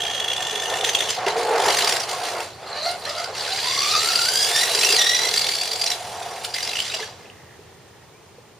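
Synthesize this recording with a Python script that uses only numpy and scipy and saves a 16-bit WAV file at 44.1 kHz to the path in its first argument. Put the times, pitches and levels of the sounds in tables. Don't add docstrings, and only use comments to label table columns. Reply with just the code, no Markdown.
import sys
import numpy as np
from scipy import signal
from scipy.fft import rfft, irfft, next_fast_len
from scipy.io import wavfile
from scipy.ndimage import uniform_filter1d, map_coordinates

SR = 44100
rng = np.random.default_rng(int(sys.argv[2]) if len(sys.argv) > 2 else 0)


def natural_amplitude(level_db):
    exponent = np.asarray(level_db, float) / 20
    return 10 ** exponent


def bounce(signal):
    frames = np.transpose(np.atleast_2d(signal))
    limited = np.clip(frames, -1, 1)
    pcm = np.round(limited * 32767).astype(np.int16)
    wavfile.write(sys.argv[1], SR, pcm)


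N = 378819

# t/s, level/dB
RATTLE_LEVEL = [(0, -29.5), (.19, -28), (.3, -28.5), (.79, -25.5), (.83, -33), (1.1, -24.5), (1.24, -35),
                (1.28, -21), (1.36, -35.5), (1.38, -24.5), (1.45, -30), (1.58, -27), (1.67, -18.5),
                (1.93, -18), (2.05, -30.5), (2.42, -30), (2.54, -44.5), (2.66, -41), (2.69, -32.5),
                (2.74, -37), (2.77, -28), (2.82, -30), (2.86, -24.5), (2.915, -26), (2.93, -35),
                (2.97, -38.5), (3.03, -37), (3.05, -29.5), (3.245, -28), (3.265, -35), (3.33, -38),
                (3.36, -25.5), (3.68, -20), (4.04, -18), (4.4, -21), (4.62, -19.5), (4.72, -20),
                (4.86, -16.5), (5.05, -21.5), (5.33, -22), (5.6, -24), (5.8, -26.5), (5.92, -24),
                (5.98, -33.5), (6.53, -36), (6.55, -27.5), (6.78, -27), (6.85, -25.5), (6.95, -28.5),
                (7.03, -28.5), (7.12, -43), (7.3, -53)]
# t/s, level/dB before the mix of note and puff, ring f/Hz, length/s (held to 4-30 ms)
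LOUD_JOLTS = [(.002, -12, 3210, 0.01), (0.014, -12, 3300, 0.014), (0.033, -9, 3340, 0.0098),
              (0.049, -12, 3260, 0.0091), (0.064, -12, 3230, 0.01), (0.078, -21, 3300, 0.01),
              (0.096, -15, 3270, 0.0098), (0.107, -15, 3330, 0.014), (0.137, -12, 3300, 0.031),
              (0.193, -8.5, 3380, 0.019), (0.238, -10, 3340, 0.016), (0.274, -11, 3410, 0.021),
              (0.33, -7, 3270, 0.011), (0.359, -11, 3370, 0.016), (0.376, -21, 3500, .011),
              (0.419, -10, 3330, 0.016), (0.466, -11, 3410, 0.01), (0.506, -9, 3410, 0.014),
              (0.55, -10.5, 3410, 0.017), (0.591, -16, 3490, 0.021), (0.65, -13.5, 3430, 0.017),
              (0.695, -14, 3490, 0.012), (0.734, -15, 3435, 0.014), (0.806, -8.5, 3480, 0.012),
              (0.837, -4.5, 3430, 0.024), (0.889, -4, 3290, 0.011), (0.9455, 1.5, 3390, 0.014),
              (0.982, -9, 3560, 0.019), (1.002, -3.5, 3320, 0.013), (1.081, -11, 3020, 0.025),
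              (1.099, -11, 5000, 0.017), (1.1, -9, 7350, 0.013), (1.14, -17, 4940, 0.022),
              (1.262, -8.5, 2840, 0.0092), (1.277, -8, 1993, 0.016), (1.68, -7, 1870, 0.013),
              (1.697, -7, 4660, 0.016), (1.766, -7.5, 6200, 0.012), (1.821, -8, 3990, 0.0075),
              (1.845, -2, 5160, 0.0042), (1.869, -6.5, 4900, 0.017), (1.921, -6, 5400, 0.01),
              (1.963, -9, 4750, 0.0091), (1.994, -9.5, 5620, 0.021), (2.402, -13.5, 2620, 0.0077),
              (2.91, -19, 8900, 0.0092), (3.05, -11, 4150, 0.0096), (3.088, -13, 5070, 0.018),
              (3.173, -16, 4800, 0.022), (3.193, -14.5, 4690, 0.017), (3.24, -12, 4750, 0.0096),
              (3.347, -19, 2700, 0.013), (4.147, -7, 4500, 0.024), (4.19, -6, 4400, 0.0076),
              (4.207, -10.5, 4720, 0.021), (4.246, -4, 4820, 0.022), (4.284, -5, 4810, 0.0087),
              (4.442, -7, 4780, 0.013), (4.558, -3, 5660, 0.013), (4.745, -3.5, 4870, 0.016),
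              (4.786, -16, 2630, 0.013), (4.808, -4, 5490, 0.012), (4.826, -4, 2645, 0.02),
              (4.842, -1.5, 5620, 0.016), (4.858, -8, 2800, 0.024), (4.884, -5, 2725, 0.016),
              (4.899, -5, 2730, .017), (4.919, -3, 4950, .016), (4.944, -7, 4780, 0.0078),
              (4.962, 1, 4560, 0.0079), (4.979, -5, 5770, 0.03), (5.004, -2, 3530, 0.03),
              (5.039, -6, 5600, .016), (5.087, -4, 5620, 0.019), (5.144, -5.5, 5744, 0.013),
              (5.187, -12, 5600, .014), (5.212, -13, 5750, 0.018), (5.264, -13, 5800, 0.02),
              (5.285, -12, 4000, 0.012), (5.307, -14, 4680, 0.015), (5.337, -5, 4020, 0.0084),
              (5.36, -10, 3300, 0.0081), (5.37, -2.5, 4600, 0.018), (5.408, -6, 4610, 0.021),
              (5.44, -6, 4430, 0.013), (5.465, -7, 3830, 0.0083), (5.483, -4, 4670, 0.019),
              (5.546, -10, 4950, 0.015), (5.609, -8, 4550, 0.014), (5.63, -22, 4767, 0.011),
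              (5.652, -13, 4710, 0.011), (5.671, -12, 4580, 0.014), (5.709, -8.5, 4570, 0.017),
              (5.755, -10.5, 4600, 0.0099), (5.809, -3.5, 4704, 0.02), (5.856, -5.5, 5540, 0.017),
              (5.868, -8, 4010, 0.021), (5.899, -5, 5590, 0.011), (5.912, -6, 3920, 0.015),
              (6.444, -12.5, 3680, 0.012), (6.536, -8.5, 4950, 0.016), (6.539, -19, 1786, 0.023),
              (6.553, -15, 1996, 0.026), (6.581, -12, 2030, 0.01), (6.601, -15, 3880, 0.013),
              (6.623, -9.5, 4800, 0.015), (6.648, -10, 5180, 0.0092), (6.672, -11, 5110, 0.01),
              (6.687, -11, 3950, 0.015), (6.707, -16, 2690, 0.016), (6.728, -12, 2720, 0.015),
              (6.752, -9, 2840, 0.012), (6.764, -9, 2800, 0.013), (6.784, -7.5, 2950, .013),
              (6.8, -1.5, 3040, 0.0077), (6.818, -15, 5050, .012), (6.876, -16, 4920, 0.013),
              (6.896, -14, 3740, 0.012), (6.91, -16, 2590, 0.022), (6.934, -9.5, 2796, 0.019),
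              (6.942, -11.5, 4900, 0.017), (6.964, -17, 4900, .012), (6.997, -17.5, 1960, 0.013)]
# f/Hz, relative level/dB per Hz
GEAR_HISS = [(650, -16.5), (1100, -12), (1500, -5), (2000, -1.5), (3400, -1.5), (6000, -6), (7500, -3),
             (8300, -6.5), (9500, -3), (12000, -8), (15000, -17)]
# t/s, tooth rate f/Hz before slip
TOOTH_RATE = [
    [(0, 3210), (.2, 3290), (.45, 3390), (.8, 3490), (1.05, 3400)],
    [(2.75, 575), (2.81, 610), (2.86, 675), (2.92, 715), (2.96, 725)],
    [(3.07, 620), (3.16, 650), (3.2, 690), (3.28, 700)],
    [(3.48, 750), (3.56, 765), (3.62, 900), (3.7, 1035), (3.82, 1130), (3.88, 1235), (4.0, 1270),
     (4.1, 1350), (4.22, 1400), (4.3, 1550), (4.4, 1615), (4.5, 1720), (4.57, 1820), (4.62, 1915),
     (4.68, 1940), (4.8, 2020), (4.92, 2450), (4.94, 2420)],
    [(4.95, 2380), (4.975, 2050), (5.0, 1870), (5.06, 1890), (5.14, 1965), (5.28, 2010), (5.5, 2250),
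     (5.95, 2350)],
]
# t/s, heading (0 front, 1 side, 2 rear to the microphone),
# chassis ring over the hiss level/dB, chatter depth/dB
CAR_POSE = [(0, 0, 0, 3.5), (1.05, 0, 1, 3), (1.2, .5, -5, 3), (1.6, 1.5, -4, 3.5), (2.0, 1.7, -3, 4),
            (2.4, 1.5, -4, 3), (2.6, 1, 10, 1), (2.9, 1, 10, 1), (3.1, 1.4, 3, 2), (3.9, 1.4, 6, 2),
            (4.3, 2, 7, 2.5), (4.7, 2, 2, 2.5), (5.3, 1.8, 3, 3), (5.85, 1.6, 3, 4), (6.0, 2, -3, 2),
            (6.5, 2, -2, 3), (6.6, 2, 0, 3), (6.82, 2, 1, 2), (7.0, 1.8, 2, 1.5), (7.3, 2, -3, 2)]
# f/Hz, nominal width/Hz, level/dB heard from the front, the side, the rear
CHASSIS_NOTES = [(1800, 110, -5, -14, -12), (2100, 200, -16, -9, -10), (2850, 220, -5, -12, -7),
                 (3420, 260, -5, -9, -6), (3980, 240, -11, -1, -4), (4350, 350, -18, 0, -9),
                 (4780, 320, -16, -2, 0), (5720, 300, -18, -10, -3), (6170, 450, -5, -15, -14),
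                 (7550, 350, -11, -10, -6)]


def unit(x):
    return x / np.sqrt(np.mean(x ** 2) + 1e-20)


def along(points, hz):
    f, v = np.transpose(points)
    return np.interp(np.log(hz + 1), np.log(f + 1), v)


def curves(rows):
    s, *cols = np.transpose(rows)
    return [np.interp(np.arange(N) / SR, s, c) for c in cols]


def during(rows, fade=.012):
    t = np.arange(N) / SR
    rise = t - rows[0][0] + fade
    fall = rows[-1][0] + fade - t
    return np.clip(np.minimum(rise, fall) / fade, 0, 1)


def wobble(rate):
    knots = rng.standard_normal(int(N * rate / SR) + 4)
    return map_coordinates(knots, [np.arange(N) * rate / SR])


def filtered(x, response):
    m = next_fast_len(N + SR // 2)
    return irfft(rfft(x, m) * response(np.fft.rfftfreq(m, 1 / SR)), m)[..., :N]


def mode(centre, width, db):
    return lambda f: natural_amplitude(db) * 1j * f * width / (centre * centre - f * f + 1j * f * width)


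def patchy(patchy_db, channels=1):
    z = signal.stft(rng.standard_normal((channels, N)), nperseg=256)[2]
    field = rng.standard_normal(z.shape[1:])
    field = uniform_filter1d(uniform_filter1d(field, 3, 0), 5, 1)
    return signal.istft(z * natural_amplitude(patchy_db * unit(field)), nperseg=256)[1][:, :N]


def even(swell):
    return swell / np.sqrt(np.abs(uniform_filter1d(swell ** 2, SR // 8)))


def street():
    # f/Hz, relative level/dB per Hz
    colour = [(15, -55), (25, -36), (40, -25), (62, -15.5), (90, -5), (169, -9), (283, -15.5), (400, -6.5),
              (569, -12.5), (830, -12.5), (1500, -20.5), (2100, -20.5), (7360, -26), (12000, -29.5),
              (15700, -30)]
    # t/s, level/dB
    street_level = [(0, -44.5), (2, -46.5), (4, -43.5), (6, -47), (7.3, -46), (7.8, -48), (8.59, -49.5)]
    # f/Hz, correlation (-1 to 1)
    alike = [(30, .8), (60, 0.99), (180, 0.82), (550, 0.64), (1650, 0.77), (4970, 0.15), (15000, -0.54)]

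    def mid_side(hz):
        turn = np.arccos(np.clip(along(alike, hz), -1, 1)) / 2
        return natural_amplitude(along(colour, hz)) * [np.cos(turn), np.sin(turn)]

    mid, side = filtered(patchy(0.99, channels=2), mid_side)
    air = unit(np.array([mid + side, mid - side]))
    hum = natural_amplitude(-59.5 + 2.6 * wobble(5.5)) * np.sin(2 * np.pi * 120 * np.arange(N) / SR)
    return natural_amplitude(curves(street_level)[0]) * air + hum


def garage(x):
    # f/Hz, t60/s
    decay = [(300, 0.19), (2000, 0.31), (10000, 0.084)]
    # f/Hz, level/dB
    wet_level = [(300, -28), (1000, -15), (4000, -8), (12000, 0.5)]
    hz, t, z = signal.stft(rng.standard_normal((2, SR // 3)), SR, nperseg=256)
    tail = signal.istft(z * natural_amplitude(-60 * t / along(decay, hz)[:, None]), SR, nperseg=256)[1]
    tail = tail / np.linalg.norm(tail[0])
    late = np.pad(x, (120, 0))[None]
    wet = signal.fftconvolve(late, tail, axes=1)[:, :N]
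    return filtered(wet, lambda hz: natural_amplitude(along(wet_level, hz)))


def bird():
    # t/s, f/Hz, rms level/dB
    chirp = [(8.125, 2220, -68), (8.14, 2280, -60), (8.17, 2420, -60), (8.19, 2500, -66)]
    hz, db = curves(chirp)
    return during(chirp) * natural_amplitude(db) * np.sqrt(2) * np.sin(2 * np.pi * np.cumsum(hz) / SR)


def knocks():
    # t/s, level/dB before trim and onset, ring f/Hz, t60/s
    hits = [(0.829, -9.5, 730, 0.035), (1.177, -14, 722, 0.091), (1.265, -11, 396, 0.12),
            (2.132, -18.5, 1085, 0.094), (2.386, -21, 692, 0.066), (3.295, -25, 438, .1),
            (4.69, -17.5, 681, 0.11), (4.748, -19, 395, 0.067), (4.855, -22, 387, .07),
            (4.9, -15.5, 407, 0.1), (4.936, -17, 437, 0.085), (6.94, -24, 650, 0.12),
            (6.993, -21, 963, .06), (7.004, -24, 439, 0.17), (7.029, -14, 1720, 0.033),
            (7.2569, -16, 2600, 0.007), (7.2997, -10, 2840, 0.0056), (7.591, -27, 416, 0.044),
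            (8.383, -25, 496, 0.037)]
    out, t = np.zeros(N + SR), np.arange(SR // 8) / SR
    for s, db, hz, t60 in hits:
        click = 0.2 * rng.standard_normal(len(t)) * natural_amplitude(-60 * t / 0.01)
        ring = np.sin(2 * np.pi * hz * t) + click
        onset = 1 - np.exp(-t / 0.0022)
        out[round(s * SR):][:len(t)] += natural_amplitude(db - 4.0 - 60 * t / t60) * onset * ring
    return out[:N]


def tyres():
    # t/s, level/dB before the layer trims
    roar_level = [(0, -32), (.84, -29), (1.07, -31.5), (1.15, -36), (1.19, -22.5), (1.26, -24.5),
                  (1.28, -16), (1.4, -20.5), (1.57, -19), (1.64, -22.5), (1.7, -20.5), (1.76, -26),
                  (1.9, -24.5), (2.0, -31), (2.3, -28), (2.4, -28), (2.55, -46), (2.64, -37), (3.26, -37.5),
                  (3.32, -33.5), (3.77, -35), (4.7, -29), (5.05, -31), (5.6, -31), (6.33, -28), (6.92, -43),
                  (7.0, -37.5), (7.15, -49), (7.4, -75)]
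    # t/s, level/dB
    boom_level = [(0, -4.5), (.8, -1.5), (1.1, 4), (1.21, -38), (1.28, -9), (1.45, 6), (1.6, -5.5),
                  (1.85, 4), (2.2, -31), (2.4, 0), (2.85, -22), (3.3, -7), (4.6, -4.5), (4.9, -3),
                  (5.7, -3), (6.35, -16.5), (6.95, -3), (7.4, 0)]
    # t/s, level/dB
    wash_level = [(0, -7), (1.1, -3), (1.3, -8), (1.45, -9), (1.6, -2.5), (2, -2.5), (2.6, -2.5), (3.5, -2),
                  (4.6, -5), (5.0, -2.5), (5.8, -10), (6.0, -10.5), (6.5, -9.5), (6.7, -5), (7.4, 4.5)]
    # f/Hz, width/Hz of a single pass, level/dB (evened out by unit)
    tread = [(450, 100, 0), (720, 120, 0), (870, 140, 0), (150, 140, 0)]
    grit = natural_amplitude(0.7 * wobble(70) + 1.25 * wobble(18))

    def drum(row):
        resonance = mode(*row)
        return unit(grit * filtered(patchy(2.8)[0], lambda hz: resonance(hz) ** 2))

    def dull(hz):
        low = 1 / (1 + (hz / 1050) ** 6)
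        high = 0.89 / (1 + (hz / 2200) ** 4)
        return (low + high) / (1 + (360 / (hz + 1)) ** 10)

    boom, shell, rim, thud = (drum(row) for row in tread)
    wash = unit(grit * filtered(patchy(0.95)[0], dull))
    boom_db = curves(boom_level)[0] + 4 * wobble(12) - 10.0
    layers = natural_amplitude(boom_db) * boom + natural_amplitude(-8.5) * shell + natural_amplitude(-15) * rim + natural_amplitude(-30.5) * thud
    layers = layers + natural_amplitude(curves(wash_level)[0]) * wash
    return during(roar_level) * natural_amplitude(curves(roar_level)[0]) * layers


def chatter():
    # t/s, beat rate f/Hz
    beat_rate = [(0, 66), (.71, 66), (1.34, 47.4), (1.95, 48), (2.56, 70.4), (4.0, 75), (4.37, 51),
                 (5.12, 43), (5.7, 48), (6.3, 35.5), (6.79, 58), (7.3, 58)]
    half_beat_s, pull_s = .008, .016
    turns = np.cumsum(curves(beat_rate)[0]) / SR + .09 * wobble(14)
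    free = unit(np.cos(2 * np.pi * turns) * (1 + .35 * wobble(25)) + .3 * wobble(30))
    crests = np.sort([s + length / 2 for s, _, _, length in LOUD_JOLTS])
    t = np.arange(N) / SR
    k = np.clip(np.searchsorted(crests, t), 1, len(crests) - 1)
    away = np.minimum(abs(t - crests[k - 1]), abs(t - crests[k]))
    pull = np.clip(2 - 2 * away / pull_s, 0, 1)
    in_step = np.sqrt(2) * np.cos(np.pi * np.minimum(away / half_beat_s, 1))
    return (1 - pull) * free + pull * in_step


def chassis(face):
    def gain(f):
        power = 0
        for row in CHASSIS_NOTES:
            centre, width = row[:2]
            power = power + natural_amplitude(2 * row[2 + face]) / (1 + (2 * (f - centre) / width) ** 2) ** 1.5
        return np.sqrt(power)
    return gain


def notes(beat):
    # from t/s, to t/s, from f/Hz, to f/Hz, level/dB before throb, rate of random spread/Hz
    held = [(0, 0.298, 1790, 1800, -43, 76), (.32, 0.777, 1800, 1797, -38.5, 45),
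            (0, 0.803, 2880, 2863, -38.5, 277), (1.38, 1.623, 480, 452, -31, 70),
            (1.45, 1.739, 853, 860, -29, 83), (2.168, 2.422, 721, 715, -36.5, 64),
            (2.671, 2.773, 4150, 4140, -42, 400), (2.772, 2.903, 4150, 4340, -32.5, 800),
            (3.491, 3.548, 760, 763, -34.5, 28), (3.66, 3.86, 3540, 3460, -33.5, 200),
            (3.642, 3.86, 4700, 4560, -31.5, 210), (3.72, 4.0, 5850, 5700, -35, 350),
            (3.93, 4.058, 3840, 4050, -33, 150), (4.1, 4.3, 4820, 4760, -30.5, 216),
            (4.698, 4.826, 3950, 3980, -32, 150), (4.779, 4.931, 2665, 2734, -32, 131),
            (5.029, 5.29, 5710, 5790, -31, 150), (5.3, 5.756, 3450, 3450, -37.5, 250),
            (4.901, 5.3, 3390, 3340, -32.5, 350), (6.999, 7.108, 2150, 752, -46, 60),
            (7.201, 7.58, 1900, 1864, -57, 500), (7.62, 8.05, 1830, 1810, -64, 300)]
    t, out = np.arange(N) / SR, np.zeros(N)
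    throb = even(natural_amplitude(3.5 * beat))
    for s0, s1, hz0, hz1, db, width_hz in held:
        on = during([(s0,), (s1,)])
        i = on > 0
        phase = 2 * np.pi * np.cumsum(np.interp(t[i], [s0, s1], [hz0, hz1])) / SR
        knots = [(t[i] - s0 + .02) * width_hz]
        a, b = (map_coordinates(rng.standard_normal(500), knots) for _ in range(2))
        clean = 50 / width_hz
        band = (clean + a) * np.sin(phase) + b * np.cos(phase)
        out[i] += natural_amplitude(db) * (on * throb)[i] * band / np.sqrt(1 + clean ** 2 / 2)
    return out


def small_jolts():
    per_s, clear_s, length_s = 18, .022, 0.016
    over_db, scatter_db = -5.5, 4
    count = int(RATTLE_LEVEL[-1][0] * per_s)
    late, size = rng.random(count), rng.standard_normal(count)
    pick = rng.gumbel(size=(count, len(CHASSIS_NOTES)))
    s = (np.arange(count) + late) / per_s
    i = (s * SR).astype(int)
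    heading, _, depth_db = (c[i] for c in curves(CAR_POSE))
    plastic = np.array(CHASSIS_NOTES)[1:]
    facing = plastic[:, 2:][:, np.round(heading).astype(int)].T
    hz = plastic[:, 0][np.argmax(facing / 2 + pick[:, 1:], axis=1)]
    mesh_hz = sum((during(rows) > .5) * curves(rows)[0] for rows in TOOTH_RATE)[i]
    multiple = np.maximum(np.round(hz / (mesh_hz + 1)), 1)
    hz = np.where(mesh_hz > 0, multiple * mesh_hz, hz)
    slack_db = 2 * (depth_db - 3)
    db = curves(RATTLE_LEVEL)[0][i] + over_db + slack_db + scatter_db * size
    clear = np.abs(s[:, None] - np.array(LOUD_JOLTS)[:, 0]).min(axis=1) > clear_s
    rows = zip(s, db, hz, np.full(count, length_s))
    return [row for row, ok in zip(rows, clear) if ok]


def jolts():
    out, t = np.zeros(N + SR), np.arange(SR // 32) / SR
    noise, heading = rng.standard_normal(N), curves(CAR_POSE)[0]

    def heard_from(face):
        colour = lambda hz: natural_amplitude(along(GEAR_HISS, hz)) * (0.25 + chassis(face)(hz))
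        return unit(filtered(noise, colour))

    puffs = np.where(heading < .5, heard_from(0), heard_from(2))
    for s, db, hz, length in LOUD_JOLTS + small_jolts():
        u = np.clip(t / np.clip(length, .004, .03), 0, 1)
        swell = np.sin(np.pi * u ** .9) ** 2
        note = np.sin(2 * np.pi * hz * t + .12 * np.cumsum(rng.standard_normal(len(t))))
        i = round(s * SR)
        out[i:i + len(t)] += natural_amplitude(db) * swell * (0.24 * note + 0.11 * puffs[i:i + len(t)])
    return out[:N]


def rattle(beat):
    # t/s, length/s, change of level/dB
    brief_changes = [(0.202, 0.022, -3), (0.841, 0.061, 11.5), (0.936, 0.03, 6), (0.998, 0.035, 3),
                     (1.084, 0.085, 1.5), (2.088, 0.06, 4.5), (2.24, 0.05, 5), (4.516, 0.11, 1.5),
                     (5.34, 0.022, 4), (6.441, 0.017, 13)]
    # t/s, level/dB
    treble_level = [(0, -8.5), (1.1, -4.5), (1.26, -13), (1.38, -4), (2.4, -2.5), (2.8, -12), (3.0, 0.5),
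                    (3.06, -8), (3.7, -8), (4.45, 1), (5.3, -2), (6.5, -1.5), (6.8, -6), (7.0, -10),
                    (7.1, -9), (7.3, -30)]
    db = curves(RATTLE_LEVEL)[0] - 5.5
    for s, length, gain_db in brief_changes:
        db = db + gain_db * during([(s,), (s + length,)])
    heading, ring_db, depth_db = curves(CAR_POSE)
    noise = patchy(4.3)[0]
    ring = 0
    for face in range(3):
        share = np.clip(1 - abs(heading - face), 0, 1)
        ring = ring + share * unit(filtered(noise, chassis(face)))
    broad = filtered(patchy(2.44)[0], lambda hz: natural_amplitude(along(GEAR_HISS, hz)))
    top = filtered(broad, lambda hz: 1 / (1 + (6500 / (hz + 1)) ** 8))
    body = (natural_amplitude(ring_db) * ring + unit(broad - top)) / np.sqrt(1 + natural_amplitude(2 * ring_db))
    treble = natural_amplitude(curves(treble_level)[0] - 4.5) * unit(top)
    return during(RATTLE_LEVEL) * natural_amplitude(db) * even(natural_amplitude(depth_db * beat)) * (body + treble)


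def whine(beat):
    # t/s, level/dB of tooth rate, 2nd multiple, 3rd multiple
    loads = [
        [(0, -32.5, -60, -66), (.2, -31.5, -60, -66), (.45, -34, -62, -66), (.8, -42, -60, -66),
         (1.05, -47, -60, -66)],
        [(2.75, -43, -39, -40), (2.82, -32, -39, -43), (2.87, -22, -31.5, -42), (2.93, -26.5, -35, -39),
         (2.96, -31, -41, -45)],
        [(3.07, -32.5, -36.5, -32), (3.15, -34, -39, -55), (3.19, -29.5, -32.5, -41), (3.24, -33, -35, -44),
         (3.28, -46, -36, -55)],
        [(3.48, -48, -29, -60), (3.53, -52, -38, -45), (3.58, -44, -46, -38), (3.68, -30.5, -38, -51),
         (3.78, -28, -43, -40), (3.9, -29, -28, -30), (4.0, -22, -37, -29), (4.07, -30, -47, -46),
         (4.11, -30.5, -29, -31), (4.2, -27.5, -44, -44), (4.3, -31.5, -33, -28.5), (4.42, -35.5, -29.5, -26),
         (4.5, -33.5, -30, -32), (4.57, -25, -25, -28), (4.68, -34, -37, -40), (4.73, -54, -31, -50),
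         (4.85, -58, -41, -52), (4.94, -45, -23, -47)],
        [(4.95, -28, -28, -48), (4.98, -23.5, -23, -36), (5.06, -25, -22.5, -26), (5.12, -25.5, -23, -43),
         (5.2, -25.5, -26, -42), (5.28, -32.5, -32, -46), (5.33, -46, -59, -49), (5.45, -34, -35, -45),
         (5.6, -44, -30, -58), (5.95, -54, -51, -60)],
    ]
    # steadiness (ratio), beat depth/dB, loss/dB from the 3rd multiple
    grips = [(2.2, 5, 20, 20), (3, -2, 4, 6.5), (1, -0.5, 9, 5.7), (1.2, 1.5, 7, 8), (1.3, 2.5, 9, 20)]
    # t/s, random share of speed (ratio), random break-up/dB
    slipping = [(0, .005, 1), (2.7, .006, 1.5), (3.0, .015, 3), (3.6, .022, 3), (4.25, .025, 3),
                (4.32, .008, 1.5), (4.7, .014, 3), (5.0, .008, 2), (5.95, .008, 2.5)]
    share, break_db = curves(slipping)
    slip = 1 + share * wobble(75) + .012 * beat
    flutter = break_db * wobble(22)
    spread = [(wobble(150 * k), wobble(150 * k)) for k in (1, 2, 3, 4, 5)]
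    out = np.zeros(N)
    for speed, load, (steady, depth_db, fourth_db, fifth_db) in zip(TOOTH_RATE, loads, grips):
        on = during(speed)
        i = on > 0
        phase = 2 * np.pi * np.cumsum((curves(speed)[0] * slip)[i]) / SR
        first_db, second_db, third_db = curves(load)
        swell = (on * even(natural_amplitude(depth_db * beat + flutter)))[i]
        levels = [first_db, second_db, third_db, third_db - fourth_db, third_db - fifth_db]
        for k, (db, (a, b)) in enumerate(zip(levels, spread), 1):
            clean = steady / k ** .7
            band = (clean + a[i]) * np.sin(k * phase) + b[i] * np.cos(k * phase)
            out[i] += natural_amplitude(db[i]) * swell * band / np.sqrt(1 + clean ** 2 / 2)
    return filtered(out, lambda f: .7 + .8 * chassis(2)(f))


def scene():
    beat = chatter()
    car = whine(beat) + rattle(beat) + notes(beat) + jolts() + tyres() + knocks()
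    car = filtered(car, lambda hz: 1 / (1 + (90 / (hz + 1)) ** 4))
    return car + garage(car) + bird() + street()


def roll_off(x):
    return signal.sosfilt(signal.butter(12, 15810, fs=SR, output="sos"), x)


def record(dry):
    # f/Hz, level/dB
    treble_colour = [(8500, 0.5), (10500, -2), (11400, -8), (12000, -13), (12700, -4), (14000, 0),
                     (15100, 0), (15900, -60)]
    # f/Hz, left minus right level/dB
    lean = [(60, -1), (240, -0.5), (950, -1), (3770, -1.0), (15000, -0.5)]
    notch_hz = 7875

    def response(hz):
        gap = notch_hz ** 2 - hz * hz
        notch = (gap / (gap + 1j * hz * 240)) ** 2
        return notch * natural_amplitude(along(treble_colour, hz) + np.outer([.5, -.5], along(lean, hz)))

    mix = filtered(dry, response)
    return roll_off(mix)


dry = scene()
out = record(dry)
bounce(out)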